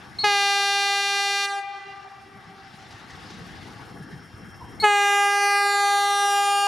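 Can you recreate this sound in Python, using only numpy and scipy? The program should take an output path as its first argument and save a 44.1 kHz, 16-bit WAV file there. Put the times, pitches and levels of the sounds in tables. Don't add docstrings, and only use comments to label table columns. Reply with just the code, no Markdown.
import sys
import numpy as np
from scipy import signal
from scipy.fft import rfft, irfft, next_fast_len
from scipy.io import wavfile
from scipy.ndimage import uniform_filter1d, map_coordinates

SR = 44100
rng = np.random.default_rng(int(sys.argv[2]) if len(sys.argv) > 2 else 0)


def transcribe(signal):
    frames = np.atleast_2d(signal).T
    limited = np.clip(frames, -1, 1)
    pcm = np.round(limited * 32767).astype(np.int16)
    wavfile.write(sys.argv[1], SR, pcm)


def decibels_to_gain(level_db):
    exponent = np.asarray(level_db, float) / 20
    return 10 ** exponent


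N = 294147
T_S = np.arange(N) / SR

# t/s, distance/m
DISTANCE_M = [(.2, 90), (1.45, 96), (4.85, 54.4), (5.15, 46.8), (5.6, 35.1), (5.85, 28.2), (6.1, 25.6),
              (6.4, 22.1), (6.9, 19.3)]
# t/s, weight on track bed/dB, flange bite on points/dB
ROLL_DB = [(0, -0.5, -2.5), (.25, 1.5, -6), (.6, -1.5, 5), (1.45, -6.5, 5), (2.3, -3, -9), (2.7, -3, -3),
           (3.25, 1, 2.5), (3.74, 2, 1), (3.95, 3.5, -7.5), (4.3, 0, -9.5), (4.78, 4, -10.5),
           (5.3, -2.5, 16), (6.7, -1.5, 16)]
# level/dB, share of weight, share of bite
ROLL_LAYERS = [
    (-48, 1.5, .01),
    (-47.5, 0.44, 0.31),
    (-51.5, .01, 0.95),
    (-67.5, 1.1, .01),
]
# f/Hz, density/dB
RUMBLE_SPECTRUM = [(12, -43), (20, -18), (102, 4), (157, 1), (232, -1), (276, -1), (372, -4), (403, -7.5),
                   (500, -7.5), (650, -34), (1100, -120)]
ROAR_SPECTRUM = [(240, -42), (400, -10), (475, -48), (601, -8.5), (803, 2.5), (1040, -9.5), (1120, 1),
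                 (1190, -3), (1700, -3), (2120, -6), (2600, -20.5), (3380, -20), (5720, -120)]
HISS_SPECTRUM = [(1290, -9), (2200, -5.5), (2370, -7), (2730, -1.5), (3090, -5.5), (3680, -5), (4370, -6.5),
                 (5030, -6), (8000, -22.5), (10400, -34), (17600, -120)]
FIZZ_SPECTRUM = [(3530, -37), (6000, -1), (7410, -2.5), (7990, -8), (8710, 1.5), (10100, 0.5), (14400, -13),
                 (15500, -16.5)]
# f/Hz, likeness
PORT_LIKENESS = [(60, 0.54), (180, 0.87), (550, 0.8), (1650, 0.55), (4970, 0.88), (15000, 0.79)]
# f/Hz, left-right/dB
NOISE_BALANCE = [(60, -0.5), (180, 3.5), (550, 2.0), (1650, 3.5), (4970, 3.5), (15000, -2)]
# f/Hz, width/Hz, level/dB
WHINE_LINES = [(1660, 190, 4), (2730, 100, 0), (3190, 150, 4), (5300, 260, 2.5), (5560, 240, 0)]
# t/s, level/dB
WHINE_LEVEL = [(0, -63), (3.6, -66), (3.95, -59.5), (4.4, -58), (4.8, -58.5), (6.7, -70)]
# t/s, peak/dB, ring f/Hz, treble/dB, t60/s
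JOINT_KNOCKS = [(2.665, -60, 1280, -19, 0.15), (2.728, -35, 1640, -18, 0.15), (2.821, -32, 760, -1, 0.16),
                (2.905, -35.5, 760, 7.5, 0.33), (3.028, -33, 857, -7, 0.2), (3.098, -27, 1830, -2, 0.38),
                (3.299, -37.5, 770, 10, 0.4), (3.398, -47, 781, -20, 0.15), (3.489, -26, 1740, -12, 0.14),
                (3.658, -25, 920, -12, 0.18), (3.792, -23, 1010, -47, 0.17), (3.886, -31, 1600, -5, 0.21),
                (3.966, -27, 1630, -24, 0.12), (4.016, -29.5, 1670, -34, 0.66),
                (4.108, -22, 1800, -17, 0.24), (4.191, -29, 1580, -37.5, 0.17)]
# t/s, peak/dB, f/Hz, t60/s
SLEEPER_THUMPS = [(1.984, -82, 202.7, 0.12), (2.173, -100, 285, 0.13), (2.351, -40, 183, 0.078),
                  (2.467, -41, 194, 0.13), (2.734, -41, 158, 0.1), (2.933, -38, 105, 0.093),
                  (3.128, -38, 107.6, 0.1), (3.225, -46, 178.5, 0.12), (3.319, -43.5, 195, 0.17),
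                  (3.41, -34, 172, 0.1), (3.504, -39, 165, 0.14), (3.996, -38, 158, 0.14),
                  (4.125, -32, 149, 0.13), (4.334, -27, 106, 0.076), (4.42, -41, 202, 0.22),
                  (4.622, -40, 99, 0.11)]
# t/s, level/dB, f/Hz, width/Hz, t60/s
POINT_CLANK = (4.598, -38, 990, 90, .3)

# t/s, length/s, f/Hz, level/dB, swell over length/dB
SQUEALS = [
    (0.185, 0.06, 4350, -35.5, -3),
    (4.798, 0.049, 4360, -35.5, 1),
]
# multiple, far level/dB, close level/dB
SQUEAL_PARTIALS = [(0.502, -16, -4.5), (0.911, -4, -8), (0.998, 10, 6.5), (1.6, -38, -21), (2, -17, -8),
                   (2.5, -36, -24), (3, -50, -16)]
SQUEAL_ARCH, SQUEAL_EDGE = 0.0257, 0.15

# open t/s, shut t/s, f/Hz, pressure/dB, drift/(dB/s)
BLASTS = [
    (.232, 1.455, 400.3, -0.5, -8),
    (4.821, 6.692, 404.7, 4, -3.5),
]
# catch/s, brightness/(dB/octave), its drift/(dB/octave/s), pitch sag/(Hz/s)
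VOICES = [
    (.011, -0.64, 0.59, 0.02),
    (.022, -4, 1.04, -0.65),
]
# multiple, level/dB
HORN_PARTIALS = [(1, -8.5), (2, 6.5), (3, 0), (4, 1), (5, -0.5), (6, -1.5), (7, -2), (8, -9), (9, -4),
                 (10, -5), (11, -3.5), (12, -7.5), (13, -10.5), (14, -6.5), (15, -6), (16, -15.5), (17, -7),
                 (18, -9.5), (19, -18), (20, -7.5), (21, -10), (22, -9), (23, -6.5), (24, -9.5), (25, -7.5),
                 (26, -17.5), (27, -13), (28, -14), (29, -19.5), (30, -18)]
HORN_TOP_DB, BASS_LAG_RAD = -1.5, 2.5
# f/Hz, density/dB
JET_SPECTRUM = [(550, -26), (900, -8), (1405, -3), (1440, 11), (1475, -3), (3500, -9), (7000, -20),
                (15000, -40)]
JET_DB = -49
ABSORB_DB_PER_KHZ = [-1, -0.05]
SHIMMER_DB = [.35, 1.5]
SCATTER = [.03, .1]
SKIRT, SKIRT_PER_S = .008, 260

SILENT_DB, CATCH_DB, FILL_S = -30.5, -7.5, 0.066
SHARP, SETTLE_S, KICK = .045, .058, 0.0503
DULL_DB, DULL_S, DULL_KICK_DB = -3, 0.07, -8.5
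SHUT_DB, SHUT_S, BLEED_DB_PER_S, BLEED_S, CHOKE_DB_PER_S = -4.5, .012, -22, .135, -330
SHUT_DULL_DB, BLEED_DULL_DB_PER_S = -.8, -12
RUNAWAY_MS, RUNAWAY_S, TAIL_S = .5, .08, .26

HORN_M, MIC_M = 1.5, 1.2
GROUND, GROUND_HZ = 0.82, (750, 9000)
# f/Hz, left-right/dB
HORN_BALANCE = [(60, -20), (130, 0), (290, 2.5), (640, 3), (1410, -3), (3100, 1.5), (6820, 0.5),
                (15000, 2.5)]
# lag/s, level/dB, flat/(parts in 1000), f/Hz, width/octaves, left-right/dB
ECHOES = [(.05, -22, 0.375, 3500, 1.6, -15), (.2, -15, 1.559, 2200, 0.45, 15.5),
          (.325, -18.5, 3.5, 1770, 1.6, 0), (.27, -13, 0.15, 760, .6, 4.5), (.47, -23, 3, 2300, .9, -4),
          (.6, -23, 4.5, 1050, 0.5, 9)]
ECHO_DB = [-3.5, -2]
# f/Hz, t60/s
VALLEY_T60 = [(300, 3.4), (800, 2.34), (2000, 2.2), (5000, 1.46), (12000, 0.27)]
VALLEY_DB = -19.5
PATH_FLAT = [4.8, 14, 30]
PATH_DULL_DB_PER_KHZ = [0.1, -.5, -2]
LATE_S, LATE_DB = 1.45, -16


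def evened(x):
    return x / np.sqrt(np.mean(x ** 2) + 1e-20)


def read(points, hz):
    f, value = np.transpose(points)
    return np.interp(np.log(hz + 1), np.log(f + 1), value)


def colour(x, gain):
    size = next_fast_len(x.shape[-1] + 2048)
    spectrum = rfft(x, size) * gain(np.fft.rfftfreq(size, 1 / SR))
    return irfft(spectrum, size)[..., :x.shape[-1]]


def add(mix, s, sound):
    part = mix[..., round(s * SR):][..., :sound.shape[-1]]
    part += sound[..., :part.shape[-1]]


def wander(size, per_s):
    knots = rng.standard_normal(int(size / SR * per_s) + 3)
    at = np.arange(0, size + 64, 64)
    return np.interp(np.arange(size), at, map_coordinates(knots, [at * per_s / SR], order=3))


def noise(points, patchy_db, flicker_db):
    frames, hz = N // 256 + 5, np.fft.rfftfreq(512, 1 / SR)
    a, b, c, d, patches = rng.standard_normal((frames, 257, 5)).T
    flicker = evened(uniform_filter1d(patches[0], size=4))
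    patches = uniform_filter1d(patches, size=5, axis=0)
    patches = evened(uniform_filter1d(patches, size=10, axis=1))
    same = np.clip(read(PORT_LIKENESS, hz), -1, 1)[:, None]
    left = a + 1j * b
    right = same * left + np.sqrt(1 - same ** 2) * (c + 1j * d)
    z = np.array([left, right]) * decibels_to_gain(patchy_db * patches + flicker_db * flicker)
    x = signal.istft(z, window="cosine", nperseg=512, noverlap=256)[1][:, :N]

    def spectrum(f):
        return decibels_to_gain(read(points, f) + np.outer([.5, -.5], read(NOISE_BALANCE, f)))

    return evened(colour(x, spectrum))


def rolling():
    s, weight_db, bite_db = np.transpose(ROLL_DB)
    rumble, roar, hiss, fizz = (decibels_to_gain(np.interp(T_S, s, db + weight * weight_db + bite * bite_db))
                                for db, weight, bite in ROLL_LAYERS)
    out = rumble * noise(RUMBLE_SPECTRUM, patchy_db=-2.0, flicker_db=1.0)
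    out += roar * noise(ROAR_SPECTRUM, patchy_db=2.0, flicker_db=-0.9)
    out += hiss * noise(HISS_SPECTRUM, patchy_db=1.8, flicker_db=1.3)
    out += fizz * noise(FIZZ_SPECTRUM, patchy_db=1.2, flicker_db=2.2)
    return out


def whines():
    def lines(f):
        return sum(decibels_to_gain(db) / (1 + ((f - hz) / (.3 * width)) ** 2) for hz, width, db in WHINE_LINES)

    level = decibels_to_gain(np.interp(T_S, *np.transpose(WHINE_LEVEL)))
    return level * evened(colour(rng.standard_normal(N), lines))


def knocks():
    out, t = np.zeros((2, N)), np.arange(SR // 2) / SR

    def burst(hz, width):
        x = rng.standard_normal(len(t))
        return evened(colour(x, lambda f: 1 / (1 + ((f - hz) / width) ** 2) ** 2))

    def shape(db, t60, rise_s):
        return decibels_to_gain(db - 60 * t / max(t60, .02)) * (1 - np.exp(-t / rise_s))

    for s, db, hz, treble_db, t60 in JOINT_KNOCKS:
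        ring = burst(hz, 230) + decibels_to_gain(treble_db) * burst(3300, 4300)
        add(out, s, shape(db - 19.5, t60, 0.0021) * ring * decibels_to_gain([[1.5], [-1.5]]))
    s, db, hz, width, t60 = POINT_CLANK
    add(out, s, shape(db, t60, 0.015) * burst(hz, width))
    for s, db, hz, t60 in SLEEPER_THUMPS:
        thump = burst(hz, 45) + 0.24 * np.array([[1], [-1]]) * burst(hz, 47)
        add(out, s, shape(db + 9, t60, 0.027) * thump)
    return out


def squeal(length, top_hz, top_db, swell_db, shares_db, fade_db=160):
    age = np.arange(0, length, 1 / SR)
    u = age / length
    hz = top_hz * (1 - SQUEAL_ARCH * (1 - np.sin(np.pi * u)))
    jitter = 1 + 0.039 * rng.standard_normal(len(hz))
    turn = 2 * np.pi * np.cumsum(hz * jitter) / SR
    tone = np.zeros(len(hz))
    for (multiple, *_), db in zip(SQUEAL_PARTIALS, shares_db):
        tone += decibels_to_gain(db - fade_db * max(multiple - 1, 0) * age) * np.sin(multiple * turn)
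    edges = signal.windows.tukey(len(hz), SQUEAL_EDGE)
    return np.sqrt(2) * decibels_to_gain(top_db + swell_db * u) * tone * edges


def valve(start, shut, top_hz, top_db, drift_db, catch, bright_db, brighten_db, sag_hz):
    age = np.arange(0, shut - start + TAIL_S, 1 / SR)
    before = np.clip(1 - age / catch, 0, 1)
    after = np.maximum(age - catch, 0)
    past = np.maximum(age + start - shut, 0)
    closed = np.minimum(past / SHUT_S, 1)
    hz = top_hz * (1 + SHARP * np.exp(-after / SETTLE_S) + KICK * before) + sag_hz * age
    pressure_db = top_db + drift_db * age + SILENT_DB * before + CATCH_DB * np.exp(-after / FILL_S)
    pressure_db += SHUT_DB * closed + BLEED_DB_PER_S * past
    pressure_db += CHOKE_DB_PER_S * np.maximum(past - BLEED_S, 0)
    metres = np.interp(start + age, *np.transpose(DISTANCE_M))
    lag_ms = 2000 * HORN_M * MIC_M / (343 * metres)
    lag_ms += RUNAWAY_MS * (1 - np.exp(-past / RUNAWAY_S))
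    bright_db = bright_db + brighten_db * age + DULL_DB * np.exp(-after / DULL_S)
    bright_db += DULL_KICK_DB * before + SHUT_DULL_DB * closed + BLEED_DULL_DB_PER_S * past
    return hz, pressure_db, lag_ms, bright_db


def horn(controls, shimmer_db, scatter, wobble=.0004):
    hz, pressure_db, lag_ms, bright_db = controls
    size = len(hz)
    hz = hz * (1 + wobble * wander(size, per_s=50))
    k, db = np.transpose(HORN_PARTIALS)
    more = np.arange(1, 9)
    k, db = np.r_[k, k[-1] + more], np.r_[db, db[-1] + HORN_TOP_DB * more]
    circle = np.log(decibels_to_gain(np.r_[db[0] - 12, db, np.full(30, db[-1]), db[::-1]]))
    phase = -signal.hilbert(circle).imag[1:len(k) + 1] + BASS_LAG_RAD * np.exp(-k / 0.74)
    weights = decibels_to_gain(db) / np.sqrt(np.sum(decibels_to_gain(2 * db)) / 2) * np.exp(1j * phase)
    cycle = np.exp(2j * np.pi * np.cumsum(hz) / SR)
    lag = np.exp(-2j * np.pi * hz * lag_ms / 1000)
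    octave = np.log(decibels_to_gain(bright_db)) / np.log(2)
    wave, late = np.ones(size), np.ones(size)
    plain, combed = np.zeros((2, size))
    for m, weight in zip(k, weights):
        wave, late, f = wave * cycle, late * lag, m * hz[-1]
        mirror = GROUND / (1 + (GROUND_HZ[0] / f) ** 3) / (1 + (f / GROUND_HZ[1]) ** 4)
        shimmer = decibels_to_gain(shimmer_db * np.sqrt(m / 10) * wander(size, per_s=7.87))
        partial = weight * wave * np.exp(octave * np.log(m / 2)) * shimmer
        plain += partial.real
        stray = scatter * m / 10 * (wander(size, per_s=45) + 1j * wander(size, per_s=45))
        stray += SKIRT * (wander(size, SKIRT_PER_S) + 1j * wander(size, SKIRT_PER_S))
        combed += (partial * (1 - mirror * late + stray)).real
    jet = evened(colour(rng.standard_normal(size), lambda f: decibels_to_gain(read(JET_SPECTRUM, f))))
    jet *= 1 + .9 * cycle.real
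    edges = signal.windows.tukey(size, 400 / size)
    return edges * decibels_to_gain(pressure_db) * (np.array([plain, combed]) + decibels_to_gain(JET_DB) * jet)


def stretched(x, flat):
    return np.interp(np.arange(0, len(x), 1 - flat / 1000), np.arange(len(x)), x)


def valley(paths):
    out = np.zeros((2, N))
    for x in paths:
        hz, t, z = signal.stft(rng.standard_normal((2, 2 * SR)), SR, nperseg=512)
        z = z * decibels_to_gain(-60 * t / read(VALLEY_T60, hz)[:, None]) * np.clip(t / 0.021, 0, 1)
        tail = signal.istft(z + 0.54 * z[::-1], SR, nperseg=512)[1]
        tail = tail / np.linalg.norm(tail[0])
        share = wander(N, per_s=30.0) / np.sqrt(3)
        out += signal.fftconvolve((share * x)[None], tail, axes=1)[:, :N]
    return out


def blasts():
    far, out = np.zeros((3, N)), np.zeros((2, N))

    def ports(f):
        return decibels_to_gain(np.outer([.5, -.5], read(HORN_BALANCE, f)))

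    for (s, *row), shares_db in zip(SQUEALS, np.transpose(SQUEAL_PARTIALS)[1:]):
        add(out, s, colour(squeal(*row, shares_db), ports))
    for row, voice, echo_db, absorb_db, *air in zip(BLASTS, VOICES, ECHO_DB, ABSORB_DB_PER_KHZ,
                                                    SHIMMER_DB, SCATTER):
        blast = horn(valve(*row, *voice), *air)
        plain, combed = colour(blast, lambda f: decibels_to_gain(absorb_db * f / 1000))
        add(out, row[0], colour(combed, ports))
        for path, flat, dull_db in zip(far, PATH_FLAT, PATH_DULL_DB_PER_KHZ):
            dulled = colour(stretched(plain, flat), lambda f: decibels_to_gain(echo_db + dull_db * f / 1000))
            add(path, row[0], dulled)
        for lag, db, flat, hz, octaves, pan_db in ECHOES:
            echo = colour(stretched(plain, flat),
                          lambda f: np.exp(-(np.log2((f + 1) / hz) / octaves) ** 2))
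            add(out, row[0] + lag, decibels_to_gain(db + echo_db + np.array([[.5], [-.5]]) * pan_db) * echo)
    add(far[2], LATE_S, decibels_to_gain(LATE_DB) * far[2])
    return out + decibels_to_gain(VALLEY_DB) * valley(far)


def scene():
    return blasts() + rolling() + knocks() + whines()


def roll_off(x):
    return signal.sosfilt(signal.butter(12, 15660, fs=SR, output="sos"), x)


def record(dry, knee_db=-26, squeeze=0.73, fall_s=0.033, rise_s=0.28, creep=0.05):
    hop = 44
    power = uniform_filter1d((dry ** 2).mean(0), size=220)[::hop]
    power_db = 10 * np.log10(abs(power) + 1e-12)
    cut_db, state = np.zeros(len(power_db)), 0.
    for i, want in enumerate(squeeze * np.maximum(power_db - knee_db, 0)):
        state += (want - state) * min(0.0014 / (fall_s if want > state else rise_s), 1)
        cut_db[i] = state
    cut_db = cut_db + creep * signal.lfilter([.0012], [1, .0012 - 1], cut_db)
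    gain_cut = decibels_to_gain(np.interp(np.arange(N), np.arange(len(cut_db)) * hop, cut_db))
    return roll_off(dry / gain_cut)


dry = scene()
out = record(dry)
transcribe(out)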